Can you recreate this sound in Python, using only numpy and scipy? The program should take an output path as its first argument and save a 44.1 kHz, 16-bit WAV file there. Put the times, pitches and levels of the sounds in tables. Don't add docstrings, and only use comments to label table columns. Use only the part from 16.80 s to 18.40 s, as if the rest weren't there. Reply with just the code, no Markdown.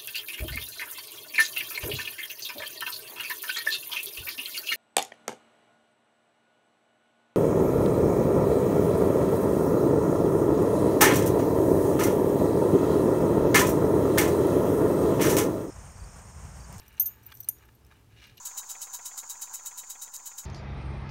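import sys
import numpy as np
from scipy import signal
from scipy.fft import rfft, irfft
from scipy.io import wavfile

SR = 44100
rng = np.random.default_rng(int(sys.argv[2]) if len(sys.argv) > 2 else 0)


def waveform_to_disk(signal):
    frames = np.transpose(np.atleast_2d(signal))
    scaled = np.clip(frames, -1, 1) * 32767
    samples = np.round(scaled).astype(np.int16)
    wavfile.write(sys.argv[1], SR, samples)


N = 70560

# (t/s, level/dB, finger touches after/s, touch lasts/s, finger damping/(dB/s),
# rim boost/dB, face boost/dB, stiffening by the grip/%, contact crack/dB, brightness/(dB/octave))
CLINKS = [(0.1969, -14, 0.031, .046, 401, 6, -1, 0.017, -32, -1),
          (0.2564, -28, 0.0043, .038, 504, -4, 21, 0, -40.5, 6),
          (0.2607, -24.5, 0.028, 0.044, 407, -5.5, 6, 0.042, -38, 2),
          (0.6865, -15, 0.0035, .02, 1464, 26.5, -2.5, 0.11, -33.5, 0)]
PENDANT_HZ = [6030, 6151, 6722, 8930, 9100, 9722, 12692, 13290, 14222, 14590]
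PENDANT_MODES = [(-29, 0.00081, .05, 0, -0.014, 0.63, 0, 0), (-8, .003, 0.059, -0.29, 0, .2, 79.5, 0.33),
                 (-30.5, .0011, .33, -0.075, .8, 0.11, 14.5, 0.39),
                 (-36, 0.001103, 0.037, 1, 0.026, .8, 0, 0.0037),
                 (-27.5, 0.0012, 0.018, 0.91, -0.14, 0.51, 0, 0.039),
                 (-10, 0.0013, 0.042, 0.18, 0, 0.83, 44.5, 0.31),
                 (-7.5, 0.00112, 0.072, 0.024, 0, .94, 0, 0.14),
                 (-0.5, 0.00099, 0.15, -0.16, 0, 0.87, 7, 0.22),
                 (1.5, 0.052, 0.24, -.43, -1.1, .7, 31.5, .3),
                 (-26.5, .0011, 0.064, -0.63, 0.036, 0.608, 0, 0.055)]
# (t/s, strongest ring level/dB, its f/Hz, its t60/s, crack level/dB)
LINK_KNOCKS = [(.001, -48.5, 12770, 0.057, -55), (.0805, -48, 14400, 0.038, -58),
               (0.08, -48.5, 5840, 0.021, -52.5), (.17, -51, 6250, 0.016, -65),
               (0.4316, -57.5, 11700, 0.07, -56), (0.436, -56, 14650, 0.032, -56),
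               (.447, -67, 11300, .02, -56), (0.4577, -48, 14600, .03, -56.5),
               (0.4644, -33.5, 14620, 0.039, -54.5), (.465, -54.5, 11440, .04, -52),
               (.49, -55, 14700, .02, -67), (0.5117, -62, 12600, .015, -53.5),
               (0.5222, -55.5, 12500, 0.017, -45.5), (0.54, -45, 13200, .08, -61.5),
               (0.5508, -40.5, 13700, 0.028, -46.5), (0.5671, -52, 14200, .02, -55),
               (.57, -42.5, 14200, .015, -47), (0.573, -45.5, 6050, 0.012, -48.5),
               (0.594, -59, 12700, 0.051, -63.5), (0.602, -35, 13250, 0.041, -48),
               (.604, -26, 14550, 0.024, -42.5), (.609, -49, 12800, 0.077, -40.5),
               (0.6287, -48, 5960, 0.041, -56), (0.6334, -52, 12450, .03, -44),
               (0.644, -42, 14600, .04, -45.5), (.645, -52.5, 4180, 0.034, -56),
               (.785, -51.5, 5860, 0.015, -58), (0.854, -57, 12670, .04, -59.5),
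               (0.9495, -57, 13300, 0.053, -60), (1.048, -56, 5360, .015, -58.5),
               (1.065, -62, 14600, 0.024, -56.5), (1.4692, -52.5, 12880, .03, -65.5),
               (1.5719, -47, 12900, 0.042, -60)]
PARTIAL_HZ = [5950, 8450, 11470, 12600, 13290, 14450]
# (level against the crack/dB, t60/s)
PARTIALS = [(-12.5, 0.054), (-13, 0.035), (-15, .04), (-14, 0.0546), (-12, 0.039), (-15.5, 0.0511)]
# (f/Hz, level/dB)
CONTACT_COLOUR = [(500, -26.5), (2000, -20), (3800, -11.5), (5300, -9.5), (6050, -5.5), (7500, -9.5),
                  (8800, -3.5), (10500, -9), (12000, -1.5), (13300, -10.5), (14600, 3), (15600, -8.5),
                  (16500, -12.5)]
# (t/s, level/dB)
SLIDE_LEVEL = [(0, -78), (.1, -64), (.16, -71), (.4, -72), (.5, -69.5), (.57, -62), (.66, -72),
               (.76, -71.5), (1.0, -81), (1.33, -77.5), (1.439, -86), (1.6, -72)]
# (t/s, level/dB)
NAIL_KNOCKS = [(0.5187, -47), (0.5215, -46)]
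# (f/Hz, level/dB, t60/s)
NAIL_MODES = [(1290, -2, 0.04), (1573, -4, 0.074), (2356, 0, 0.032), (2800, -5, 0.015), (3370, 1.5, 0.032),
              (4420, -8.5, .025), (4640, -3.5, 0.017)]
# (t at the peak/s, rise/s, fall/s, level/dB, centre f/Hz)
RUB_STROKES = [(.052, 0.57, 0.26, -61, 1654), (.289, 0.057, 0.16, -62.5, 1400),
               (0.518, 0.057, 0.016, -57, 1760), (0.682, 0.0078, 0.016, -58, 1720),
               (0.824, 0.053, 0.044, -61, 1490), (1.123, 0.009, 0.01, -60.5, 1500),
               (1.159, 0.098, 0.054, -65, 1700), (1.315, 0.019, 0.093, -66, 1884),
               (1.377, 0.0075, 0.028, -58.5, 2730), (1.444, 0.04, 0.055, -53, 2540)]
# (t/s, level/dB, centre f/Hz, rise/s, t60/s)
FINGER_TAPS = [(0.176, -45, 2450, 0.0026, 0.045), (.836, -44, 1630, .0005, 0.0077),
               (0.887, -53, 1590, 0.00031, 0.036), (1.112, -50.5, 1396, 0.00045, 0.027),
               (1.122, -51.5, 1450, 0.00063, 0.018), (1.363, -59.5, 2730, 0.00056, .034),
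               (1.415, -54, 2400, 0.0035, 0.17), (1.437, -45, 3610, 0.0033, 0.039),
               (1.477, -58.5, 3260, .0005, 0.021), (1.496, -52.5, 2940, 0.00043, 0.044),
               (1.5707, -51, 3900, .0005, 0.053), (1.577, -48, 3400, 0.00089, 0.051)]
HAND_HOLLOW_HZ = [600, 880, 1230, 1670, 2380, 2870, 3800, 4120, 5650, 6200]
# (width/Hz, level/dB)
HAND_HOLLOW = [(170, 10), (85, 15), (200, 7), (220, 8.5), (300, 8), (220, 11), (180, 8), (200, 7), (280, 7),
               (344, 5)]
# (f/Hz, level/dB per Hz)
ROOM_COLOUR = [(20, -33), (35, -10), (48, 2.5), (80, -1.5), (108, 3.5), (135, -4.5), (175, -8.5),
               (300, -12), (440, -12.5), (520, -20), (850, -19.5), (1500, -26), (4600, -31.5),
               (14400, -36.5), (16000, -41.5)]
# (f/Hz, level/dB)
HUM_TONES = [(66.2, -65), (118.5, -67.5)]

CHOKE_S = 0.0013
TILT_PIVOT_HZ = 13290
CONTACT_RISE_S, CLINK_CRACK_T60_S, LINK_CRACK_T60_S = 0.00052, 0.036, 0.015
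PARTIAL_SCATTER_DB, PARTIAL_DETUNE = 2, 0.004
SLIDE_PER_S, SLIDE_SCATTER_DB, SLIDE_T60_S = 420, 2, 0.009
KNOCK_RISE_S = 0.00039
SCUFF_DB, SCUFF_T60_S, SCUFF_HZ = 1.5, 0.024, 1797
RUB_WIDTH_OCT, TAP_WIDTH_OCT, SKIN_SKIRT_DB = 0.71, 0.55, -3.5
GRAIN_DB, GRAINS_PER_S = 3, 450
ECHO_DB, ECHO_T60_S, ECHO_DELAY_S = -20, 0.19, 0.0031
ROOM_DB, HUM_WAVER_DB = -59, 3.5
TOP_HZ = 16000


def pendant():
    out = np.zeros(N)
    for start, db, touch, lasts, damping, rim_db, face_db, stiffen, crack_db, tilt_db in CLINKS:
        age = since(start)
        out = out * np.exp(-age / CHOKE_S)
        lost_db = damping * np.clip(age - touch, 0, lasts)
        for hz, mode in zip(PENDANT_HZ, PENDANT_MODES):
            mode_db, rise, t60, rim, face, damped, beat_hz, twin = mode
            brightness_db = tilt_db * np.log2(hz / TILT_PIVOT_HZ)
            struck_db = db + mode_db + rim * rim_db + face * face_db + brightness_db
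            held_hz = hz * (1 + stiffen / 100)
            pair = ring(age, held_hz, rise, t60) + twin * ring(age, held_hz - beat_hz, rise, t60)
            out = out + undb(struck_db - damped * lost_db) * pair
        out = out + undb(crack_db) * contact_crack(age, CLINK_CRACK_T60_S)
    return out


def links():
    out = np.zeros(N)
    for start, db, hz, t60, crack_db in LINK_KNOCKS:
        age = since(start)
        knock_sound = contact_crack(age, LINK_CRACK_T60_S)
        for part_hz, (part_db, part_t60) in zip(PARTIAL_HZ, PARTIALS):
            louder, higher = rng.standard_normal(2)
            shifted_hz = part_hz * (1 + PARTIAL_DETUNE * higher)
            partial = ring(age, shifted_hz, CONTACT_RISE_S, part_t60)
            knock_sound = knock_sound + undb(part_db + PARTIAL_SCATTER_DB * louder) * partial
        strongest = ring(age, hz, CONTACT_RISE_S, t60)
        out = out + undb(db) * strongest + undb(crack_db) * knock_sound
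    return out


def contact_crack(age, t60):
    return colour(rng.standard_normal(N), CONTACT_COLOUR) * fade(age, CONTACT_RISE_S, t60)


def slide():
    tick_starts = rng.random(N) < SLIDE_PER_S / SR
    tick_db = SLIDE_SCATTER_DB * np.clip(rng.standard_normal(N), -2, 2)
    ticks = tick_starts * undb(tick_db)
    bursts = signal.fftconvolve(ticks, fade(since(0), CONTACT_RISE_S, SLIDE_T60_S))[:N]
    level_db = np.interp(since(0), *np.array(SLIDE_LEVEL).T)
    return colour(bursts * rng.standard_normal(N), CONTACT_COLOUR) * undb(level_db)


def knock():
    out = np.zeros(N)
    for start, db in NAIL_KNOCKS:
        age = since(start)
        body = sum(undb(mode_db) * ring(age, hz, KNOCK_RISE_S, t60) for hz, mode_db, t60 in NAIL_MODES)
        scuff = skin(fade(age, KNOCK_RISE_S, SCUFF_T60_S), SCUFF_HZ, TAP_WIDTH_OCT)
        out = out * np.exp(-age / CHOKE_S) + undb(db) * (body + undb(SCUFF_DB) * scuff)
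    return out


def fingers():
    t = since(0)
    out = np.zeros(N)
    for peak, rise, fall, db, hz in RUB_STROKES:
        pressure = np.exp(-np.maximum((peak - t) / rise, (t - peak) / fall))
        out = out + undb(db) * skin(pressure, hz, RUB_WIDTH_OCT)
    for start, db, hz, rise, t60 in FINGER_TAPS:
        out = out + undb(db) * skin(fade(since(start), rise, t60), hz, TAP_WIDTH_OCT)
    return out


def skin(pressure, hz, octaves):
    f = freqs()
    hollow_db = sum(db / (1 + (2 * (f - centre) / width) ** 2)
                    for centre, (width, db) in zip(HAND_HOLLOW_HZ, HAND_HOLLOW))
    band = np.exp(-0.5 * (np.log2(f / hz) / octaves) ** 2)
    skirt = undb(SKIN_SKIRT_DB) / (1 + f / (2 * hz)) * f / (f + hz / 2)
    grains = rng.standard_normal(N) * undb(GRAIN_DB * walk(rate=GRAINS_PER_S))
    return resonate(unit(grains) * pressure, (band + skirt) * undb(hollow_db))


def echo(x):
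    tail = rng.standard_normal(N) * fade(since(ECHO_DELAY_S), ECHO_DELAY_S, ECHO_T60_S)
    return undb(ECHO_DB) * signal.fftconvolve(x, tail / np.linalg.norm(tail))[:N]


def room_tone():
    out = undb(ROOM_DB) * colour(rng.standard_normal(N), ROOM_COLOUR)
    for hz, db in HUM_TONES:
        tone = np.sqrt(2) * np.sin(2 * np.pi * (hz * since(0) + rng.random()))
        out = out + undb(db + HUM_WAVER_DB * walk(rate=5.3)) * tone
    return out


def ring(age, hz, rise, t60):
    return fade(age, rise, t60) * np.sin(2 * np.pi * hz * age)


def fade(age, rise, t60):
    return (1 - np.exp(-age / rise)) * np.exp(-np.log(1000) * age / t60)


def since(start):
    return np.maximum(np.arange(N) / SR - start, 0)


def resonate(x, gain):
    cepstrum = irfft(np.log(gain), N)[:N // 2]
    response = irfft(np.exp(rfft(2 * cepstrum, N)), N)[:N // 20]
    return signal.fftconvolve(x, response / np.linalg.norm(response))[:N]


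def colour(x, points):
    hz, db = np.array(points).T
    gain = undb(np.interp(np.log(freqs()), np.log(hz), db))
    return unit(irfft(rfft(x) * gain, N))


def walk(rate):
    return unit(irfft(rfft(rng.standard_normal(N)) / (1 + (freqs() / rate) ** 4), N))


def freqs():
    return np.maximum(np.arange(N // 2 + 1) * SR / N, 1)


def unit(x):
    return x / np.sqrt(np.mean(x ** 2))


def undb(db):
    return 10 ** (np.asarray(db) / 20)


def scene():
    near = pendant() + links() + slide() + knock() + fingers()
    return (near + echo(near) + room_tone())[None]


def record(dry):
    low_pass = signal.ellip(8, 0.2, 70, TOP_HZ, fs=SR, output="sos")
    return signal.sosfilt(low_pass, dry)


dry = scene()
out = record(dry)
waveform_to_disk(out)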